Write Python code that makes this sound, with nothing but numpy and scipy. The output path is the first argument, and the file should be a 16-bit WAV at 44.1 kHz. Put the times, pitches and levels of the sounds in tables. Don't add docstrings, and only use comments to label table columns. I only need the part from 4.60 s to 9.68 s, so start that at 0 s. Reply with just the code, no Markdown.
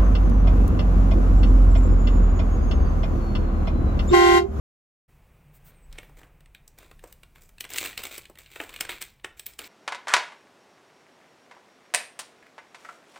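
import sys
import numpy as np
from scipy import signal
from scipy.fft import rfft, irfft, next_fast_len
from scipy.io import wavfile
from scipy.ndimage import uniform_filter1d

SR = 44100
rng = np.random.default_rng(int(sys.argv[2]) if len(sys.argv) > 2 else 0)


def wav_out(sig):
    wavfile.write(sys.argv[1], SR, np.round(np.clip(np.atleast_2d(sig).T, -1, 1) * 32767).astype(np.int16))


N = 223939
TIME = np.arange(N) / SR

# (frequency [Hz], level [dB])
AIR_COLOUR = [(20, -8.5), (46, 4.5), (90, -5), (150, -6), (230, -16.5), (450, -17), (800, -19),
              (1500, -25.5), (2500, -23), (4000, -41), (6300, -58), (8300, -35), (11000, -62),
              (14500, -34.5)]
# (time [s], level [dB])
AIR_DRIFT = [(.5, -3.5), (1.5, -1), (1.9, -5.5), (2.8, -7), (4.6, -8)]
# (time [s], level [dB])
DRONE_FADER = [(.5, -70.5), (.95, -62), (1.06, -59), (1.16, -69), (1.55, -62.5), (2.1, -72.5), (2.5, -72.5),
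               (5, -83.5)]
# (frequency [Hz], T60 [s])
REVERB_DECAY = [(200, 0.36), (1000, 0.37), (2500, 0.33), (5000, 0.39), (9000, 0.16), (16000, 0.14)]
# (frequency [Hz], level [dB])
REVERB_EQ = [(200, -13.5), (1000, -5.5), (2500, -8), (5000, -11.5), (9000, -8), (16000, -7.5)]
# (frequency [Hz], side against mid [dB])
SIDE_EQ = [(30, -45), (150, -36), (600, -35), (2700, -39), (4000, -19), (6500, -13), (16000, -10.5)]
# (time [s], sway level [dB], bump level [dB])
ARM_WEIGHT = [(.5, -59.5, -64), (.95, -69, -68), (1.03, -56.5, -65), (1.2, -59.5, -68), (1.3, -44, -65),
              (1.39, -47.5, -57), (1.65, -52, -70), (2.1, -61, -67.5), (2.35, -55.5, -61.5),
              (2.87, -58, -65), (3.22, -63.5, -57.5), (3.66, -67, -61.5), (3.95, -72, -70),
              (4.22, -56, -58.5), (4.6, -65, -68), (5.07, -75, -70)]
# (time [s], pitch [Hz], level [dB])
SLEEVE_SQUEAK = [(1.13, 9300, -83), (1.17, 8450, -66), (1.205, 8200, -76), (1.245, 8000, -64),
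                 (1.28, 8100, -79), (1.32, 7200, -82)]
# (start [s], length [s], level [dB])
SLEEVE_STROKES = [(0.928, 0.062, -55.5), (1.036, 0.084, -52.5), (1.43, 0.034, -61.5), (2.808, 0.042, -75)]
# (frequency [Hz], level [dB])
CLOTH_COLOUR = [(1500, -3), (5000, -9), (7000, -6), (8200, 0), (10500, -8), (13000, 1), (15000, 4),
                (16000, 6)]
# (start [s], length [s], chatter [dB], table top [dB], hiss [dB])
PUSHES = [(1.055, 0.073, -66.5, -65, -77), (1.31, 0.075, -60, -59, -78),
          (1.564, 0.021, -59.5, -57.5, -60.5), (1.608, 0.023, -82, -54, -81),
          (2.172, 0.066, -58, -56.5, -62.5), (2.421, 0.078, -67, -62, -65.5), (2.747, 0.019, -61, -61, -64),
          (2.807, 0.01, -65, -66, -56.5), (3.089, 0.044, -44, -52, -46), (3.153, 0.023, -34.5, -45, -34),
          (3.207, 0.046, -36, -40.5, -38), (3.377, 0.016, -42.5, -46.5, -46),
          (3.429, 0.026, -42.5, -49, -44), (3.508, 0.041, -42.5, -53, -45),
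          (3.784, .015, -53.5, -60.5, -55.5), (3.843, 0.059, -61.5, -80, -67),
          (3.901, .07, -51, -59.5, -55.5), (4.003, 0.026, -48, -45, -50), (4.084, 0.086, -51.5, -55, -56.5),
          (4.199, 0.032, -45, -47, -54), (4.288, 0.014, -35.5, -43, -43), (4.405, 0.0042, -43, -53, -45.5),
          (4.65, 0.026, -65, -71, -80), (4.766, 0.019, -58, -63, -57.5), (4.875, 0.017, -55.5, -59, -54),
          (4.996, .012, -44.5, -46.5, -49.5), (5.034, 0.039, -50.5, -51, -51.5)]
# (frequency [Hz], level [dB])
CHATTER_COLOUR = [(800, -36), (1300, -5), (1900, -2), (2300, 7), (2900, -2.5), (3700, 0.5), (4600, -6),
                  (6200, -32)]
BOARD_COLOUR = [(130, -23), (230, -4), (350, 4.5), (450, 2), (700, -2.5), (1000, -3), (1400, -3),
                (2000, -5.5), (2900, -32), (3900, -25)]
HISS_COLOUR = [(3200, -74), (4700, 0.5), (6500, 2.5), (7400, 8), (8250, 8), (9300, -2.5), (11500, -2.5),
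               (13500, 0), (15000, 10.5), (16000, -5)]
# (frequency [Hz], level [dB], T60 [s])
TABLE_MODES = [(285, -9, .06), (356, -2, .07), (425, 0, .08), (492, -2, .06), (600, -2, .05),
               (720, -1, .05), (850, -2, .04), (981, 0, .05), (1141, -1, .04), (1400, 0, .04),
               (1507, -2, .04), (1800, -3, .035), (2114, -4, .035)]
# (frequency [multiple of pitch], level [dB], T60 [s])
BARREL_MODES = [(.56, -8, .016), (.65, -4, .016), (.74, -2, .017), (.83, -1, .017), (.92, 0, .016),
                (1.0, 0, .015), (1.09, -1, .014), (1.19, -2, .012), (1.3, -6, .01), (1.5, -14, .008)]
# (frequency [Hz], level [dB])
TICK_COLOUR = [(2800, -11.5), (4700, 1), (6500, -0.5), (7500, 1.5), (8300, 9.5), (9300, -1), (11500, -0.5),
               (13500, 1), (15000, 10), (16000, -12.5)]
CRACK_COLOUR = [(700, -58), (1300, 1.5), (2200, 11.5), (3600, 18.5), (4700, 6.5), (6500, -53.5)]
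# (knock level [dB], contact time [s])
CONTACT_TIMES = [(-72.5, .0015), (-45.5, 0.003077)]
# (time [s], barrel level [dB], barrel pitch [Hz], knock level [dB], tick level [dB], brightness [dB])
PEN_HITS = [(1.3273, -54.5, 4130, -70.5, -54.5, -7), (1.3845, -40, 2270, -44.5, -46.5, -27),
            (1.4302, -52, 2200, -55.5, -61, 10), (1.495, -73, 2240, -56.5, -68, -2),
            (1.632, -54, 2100, -59, -66, -8), (1.8066, -65.5, 2760, -65.5, -64.5, -2),
            (1.8591, -61, 2460, -71.5, -63.5, -15), (1.9483, -47.5, 2580, -71, -56, 0.5),
            (2.0786, -62, 5450, -69.5, -49.5, -5.5), (2.1863, -56, 2350, -57.5, -49.5, 0),
            (2.3131, -54, 2590, -52.5, -59.5, -5), (2.393, -58, 2520, -80, -63, 0),
            (2.4392, -55, 2070, -43, -52, -6), (2.4753, -75, 2100, -65, -59, 3),
            (2.5259, -57.5, 3160, -67.5, -48, 5), (2.633, -51, 2650, -61.5, -57, -4),
            (2.7585, -59, 2480, -60.5, -63, 9), (2.8915, -63, 2480, -68.5, -58, 5),
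            (2.9825, -51, 2820, -87, -58, -2), (3.007, -35.5, 2860, -52.5, -34, 0),
            (3.0414, -41.5, 2550, -52, -48, -1), (3.0505, -43, 2070, -51, -48, -13),
            (3.1038, -60, 2640, -51, -44, 11), (3.1354, -50, 2560, -64, -36, -10),
            (3.144, -39.5, 3100, -44, -44, 8), (3.1832, -27.5, 2825, -51.5, -27, -12),
            (3.2584, -34, 2950, -45.5, -35.5, 5), (3.329, -45, 2560, -60, -66, -7),
            (3.377, -31.5, 3340, -55, -36, 0.5), (3.4363, -37, 2880, -56.5, -36.5, 2),
            (3.4522, -39.5, 2650, -43, -39.5, -8), (3.5116, -52, 2700, -49.5, -61, -9),
            (3.5797, -49, 2580, -46, -37, -0.5), (3.6546, -48, 2660, -68.5, -55.5, -7),
            (3.698, -64, 1610, -48, -55, 1), (3.7551, -56, 2330, -72, -61, -9),
            (3.7741, -54, 2200, -66.5, -63, -3), (3.787, -50.5, 2900, -58, -47.5, 5.5),
            (3.8611, -52, 2850, -70.5, -63, -14), (3.9598, -42, 2340, -44, -53, -1),
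            (4.0017, -31, 2035, -35.5, -53, 0), (4.0926, -47.5, 2930, -51.5, -51.5, -7),
            (4.1397, -44, 2800, -56, -47.5, 0), (4.162, -39.5, 2760, -57, -46, -3),
            (4.1905, -48.5, 2330, -64, -80, 4), (4.2082, -28.5, 2630, -40.5, -26.5, -8),
            (4.2498, -40.5, 2100, -47.5, -47, -18), (4.2929, -31.5, 2690, -41.5, -40, -9),
            (4.4164, -42, 2440, -54, -37, -2), (4.4241, -39.5, 2440, -52, -35, -3.5),
            (4.5976, -63, 2760, -73, -77, -9), (4.6454, -32.5, 2140, -38.5, -42.5, -27),
            (4.7958, -44.5, 2790, -64, -39, -1.5), (4.8595, -54, 3040, -65.5, -52, 1),
            (4.865, -43, 2900, -59, -32.5, 8), (4.9356, -60, 2800, -69, -56, -11),
            (4.9905, -37, 3270, -43.5, -38, -6), (5.043, -46, 3930, -59, -65, -15)]


def amp(db):
    return 10 ** (np.asarray(db) / 20)


def unit_rms(x):
    return x / np.sqrt(np.mean(x ** 2) + 1e-20)


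def unit_attack(x):
    return x / np.sqrt(np.mean(x[:SR // 100] ** 2) + 1e-20)


def at_hz(points, hz):
    f, value = np.transpose(points)
    return np.interp(np.log(hz + 1), np.log(f + 1), value)


def curve(rows, column=1):
    rows = np.array(rows)
    return np.interp(TIME, rows[:, 0], rows[:, column])


def add(mix, start_s, sound):
    part = mix[round(start_s * SR):][:len(sound)]
    part += sound[:len(part)]


def eq(x, points, size=1024):
    log_gain = np.log(amp(at_hz(points, abs(np.fft.fftfreq(size, 1 / SR)))))
    taps = np.fft.ifft(np.exp(np.conj(signal.hilbert(log_gain)))).real
    return signal.fftconvolve(x, taps[:size // 2])[:len(x)]


def noise(points):
    size = next_fast_len(N, True)
    spectrum = rfft(rng.standard_normal(size)) * amp(at_hz(points, np.fft.rfftfreq(size, 1 / SR)))
    return unit_rms(irfft(spectrum, size)[:N])


def room_tone(level_db=-56):
    drone = noise([(90, -58), (125, -8), (145, 10.5), (168, -2.5), (200, -39.5)])
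    bed = noise(AIR_COLOUR) * amp(level_db + curve(AIR_DRIFT))
    return bed + drone * amp(curve(DRONE_FADER))


def reverb(x, predelay_s=.004, early_db=4, early_s=.0042, echoes_per_s=5000):
    t = np.arange(SR * 3 // 4) / SR
    taps = rng.choice([-1., 1.], len(t)) * (rng.random(len(t)) < echoes_per_s / SR)
    hz, frame_s, bands = signal.stft(taps, SR, nperseg=256)
    t60 = at_hz(REVERB_DECAY, hz)[:, None]
    tail = signal.istft(bands * amp(-60 * frame_s / t60) / np.sqrt(t60), SR)[1][:len(t)]
    tail *= (t > predelay_s) * (1 + amp(early_db) * np.exp(-t / early_s))
    return signal.fftconvolve(x, eq(tail / np.linalg.norm(tail), REVERB_EQ))[:N]


def scatter(x):
    bands = signal.stft(x, nperseg=128)[2]
    scrambled = bands * np.exp(2j * np.pi * rng.random(bands.shape))
    return np.std(x) * unit_rms(signal.istft(scrambled)[1][:N])


def arms():
    sway = noise([(8, -52), (22, 43.5), (48, 34), (75, 19), (140, -105)])
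    bump = noise([(45, -23.5), (80, -6.5), (145, -16.5), (210, -16.5), (380, -39.5)])
    return sway * amp(curve(ARM_WEIGHT, 1) - 1) + bump * amp(curve(ARM_WEIGHT, 2) - 2.5)


def sleeve_squeak(waver=.013):
    hz = curve(SLEEVE_SQUEAK, 1) * (1 + waver * noise([(300, 4), (1500, -30), (4000, -78)]))
    gate = (TIME > SLEEVE_SQUEAK[0][0]) & (TIME < SLEEVE_SQUEAK[-1][0])
    return gate * amp(curve(SLEEVE_SQUEAK, 2)) * np.sin(2 * np.pi * np.cumsum(hz) / SR)


def sleeve_brushes():
    envelope = np.zeros(N)
    for start_s, length_s, db in SLEEVE_STROKES:
        add(envelope, start_s, amp(db) * np.sin(np.linspace(0, np.pi, int(length_s * SR) + 2)))
    return envelope * noise(CLOTH_COLOUR)


def push_envelopes(grip_s=.0077, swell_db=3, settle_db_per_s=212):
    power = np.zeros((3, N))
    t = np.arange(SR * 3 // 5) / SR
    for start_s, length_s, *levels_db in PUSHES:
        swell = swell_db * np.minimum(t / length_s - 1, 0)
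        settle = settle_db_per_s * np.maximum(t - length_s, 0)
        push = np.minimum(t / grip_s, 1) * amp(swell - settle)
        for layer, db in zip(power, levels_db):
            add(layer, start_s, (amp(db) * push) ** 2)
    return np.sqrt(power)


def stick_slip(catches_per_s=400, spread_db=3.7, catch_s=.0009):
    catches = amp(spread_db * np.minimum(rng.exponential(1, N), 3))
    catches *= rng.random(N) < catches_per_s / SR
    power = signal.lfilter([1], [1, -np.exp(-1 / (catch_s * SR))], catches ** 2)
    power += .35 * np.mean(power)
    return np.sqrt(power / uniform_filter1d(power, SR // 40))


def pen_slides(envelopes, trims_db=(-2, -2, -1)):
    grain = stick_slip()
    track = np.zeros(N)
    for envelope, colour, db in zip(envelopes, (CHATTER_COLOUR, BOARD_COLOUR, HISS_COLOUR), trims_db):
        track += unit_rms(eq(grain * rng.standard_normal(N), colour)) * envelope * amp(db)
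    return track


def ring(modes, t, tuning, detune, uneven_db):
    hz, db, t60 = np.transpose(modes)[:, :, None]
    shift, weight = rng.standard_normal((2, len(modes), 1))
    polarity = rng.choice([-1, 1], hz.shape)
    decay = amp(db + uneven_db * weight - 60 * t / t60)
    return (polarity * decay * np.sin(2 * np.pi * hz * tuning * (1 + detune * shift) * t)).sum(0)


def impact(t, contact_s, buzz_db, buzz_s):
    progress = t / contact_s
    push = (.5 + 3 * progress) * np.exp(-1.6 * progress ** 1.1)
    return rng.standard_normal(len(t)) * (push + amp(buzz_db) * np.exp(-t / buzz_s))


def table_knock(t, contact_s, damping_db):
    thud = eq(impact(t, contact_s, buzz_db=1, buzz_s=.012), BOARD_COLOUR)
    top = ring(TABLE_MODES, t, tuning=1, detune=.012, uneven_db=2)
    knock = .75 * unit_attack(thud) + .25 * unit_attack(top)
    return unit_attack(eq(knock, [(850, .018), (1800, damping_db)]))


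def tip_graze(rise_s, tip_colour, tick_db, chatter_db):
    t = np.arange(SR // 100) / SR
    skid = rng.standard_normal(len(t)) * np.exp((t - t[-1]) / rise_s)
    scratch = amp(tick_db) * unit_attack(eq(skid, tip_colour))
    return scratch + amp(chatter_db) * unit_attack(eq(skid, CHATTER_COLOUR))


def tip_tick(t, contact_s, tip_colour):
    return unit_attack(eq(impact(t, .8 * contact_s, buzz_db=-16, buzz_s=.007), tip_colour))


def barrel_clack(t, contact_s, hz, rebound=.66):
    tube = ring(BARREL_MODES, t, tuning=hz, detune=.03, uneven_db=1)
    add(tube, contact_s * rng.uniform(.51, 1), rebound * tube)
    colour = [(f * (hz / 2600) ** .76, db) for f, db in CRACK_COLOUR]
    crack = eq(impact(t, contact_s, buzz_db=-8.5, buzz_s=.014), colour)
    return unit_attack(.6 * unit_attack(tube) + .4 * unit_attack(crack))


def jostles(envelopes, count=26, start_s=3.05, end_s=4.45, bright_db=-8):
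    times = start_s + (np.arange(count) + rng.random(count)) / count * (end_s - start_s)
    hits = []
    for s, (force, detune) in zip(times, rng.standard_normal((count, 2))):
        slide_db = 20 * np.log10(envelopes[:, round(s * SR)] + 1e-9)
        barrel_db, knock_db, tick_db = slide_db - .5 + .5 * force
        hits.append((s, barrel_db, 2530 * np.exp(.12 * detune), knock_db - 3, tick_db - 4, bright_db))
    return hits


def pen_hits(hits):
    pens, table = np.zeros((2, N))
    t = np.arange(SR // 11) / SR
    for s, barrel_db, hz, knock_db, tick_db, bright_db in hits:
        contact_s = np.interp(knock_db, *np.transpose(CONTACT_TIMES))
        add(pens, s, amp(barrel_db - 1) * barrel_clack(t, contact_s, hz))
        tip_colour = [(f, db + (bright_db - .5) * np.clip((f - 9000) / 3000, 0, 1))
                      for f, db in TICK_COLOUR]
        add(pens, s, amp(tick_db - 1.95) * tip_tick(t, contact_s, tip_colour))
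        graze = tip_graze(.87 * contact_s, tip_colour, tick_db, chatter_db=barrel_db - 6)
        add(pens, s - len(graze) / SR, amp(-13) * graze)
        damping_db = np.clip(barrel_db - knock_db - 5, -20, 0)
        add(table, s, amp(knock_db - 1) * table_knock(t, contact_s, damping_db))
    return pens, table


def scene(pen_send_db=-2, table_send_db=1, slide_send_db=-5, sweep_hz=1.095):
    envelopes = push_envelopes()
    pens, table = pen_hits(PEN_HITS + jostles(envelopes))
    slides = pen_slides(envelopes)
    send = amp(pen_send_db) * pens + amp(table_send_db) * table + amp(slide_send_db) * slides
    sweep = 2 * np.pi * sweep_hz * TIME
    wet = reverb(send * np.cos(sweep)) + reverb(send * np.sin(sweep))
    clatter = pens + table + slides + wet
    mid = clatter + arms() + sleeve_squeak() + sleeve_brushes() + room_tone()
    side = eq(scatter(clatter), SIDE_EQ)
    return np.array([mid + side, mid - side])


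def record(dry, silence_s=.479, fade_s=.014, cutoff_hz=16250):
    opened = dry * np.clip((TIME - silence_s) / fade_s, 0, 1)
    high_cut = signal.firwin(401, cutoff_hz, window=("kaiser", 8), fs=SR)
    return signal.oaconvolve(opened, high_cut[None], "same", axes=1)


dry = scene()
out = record(dry)
wav_out(out)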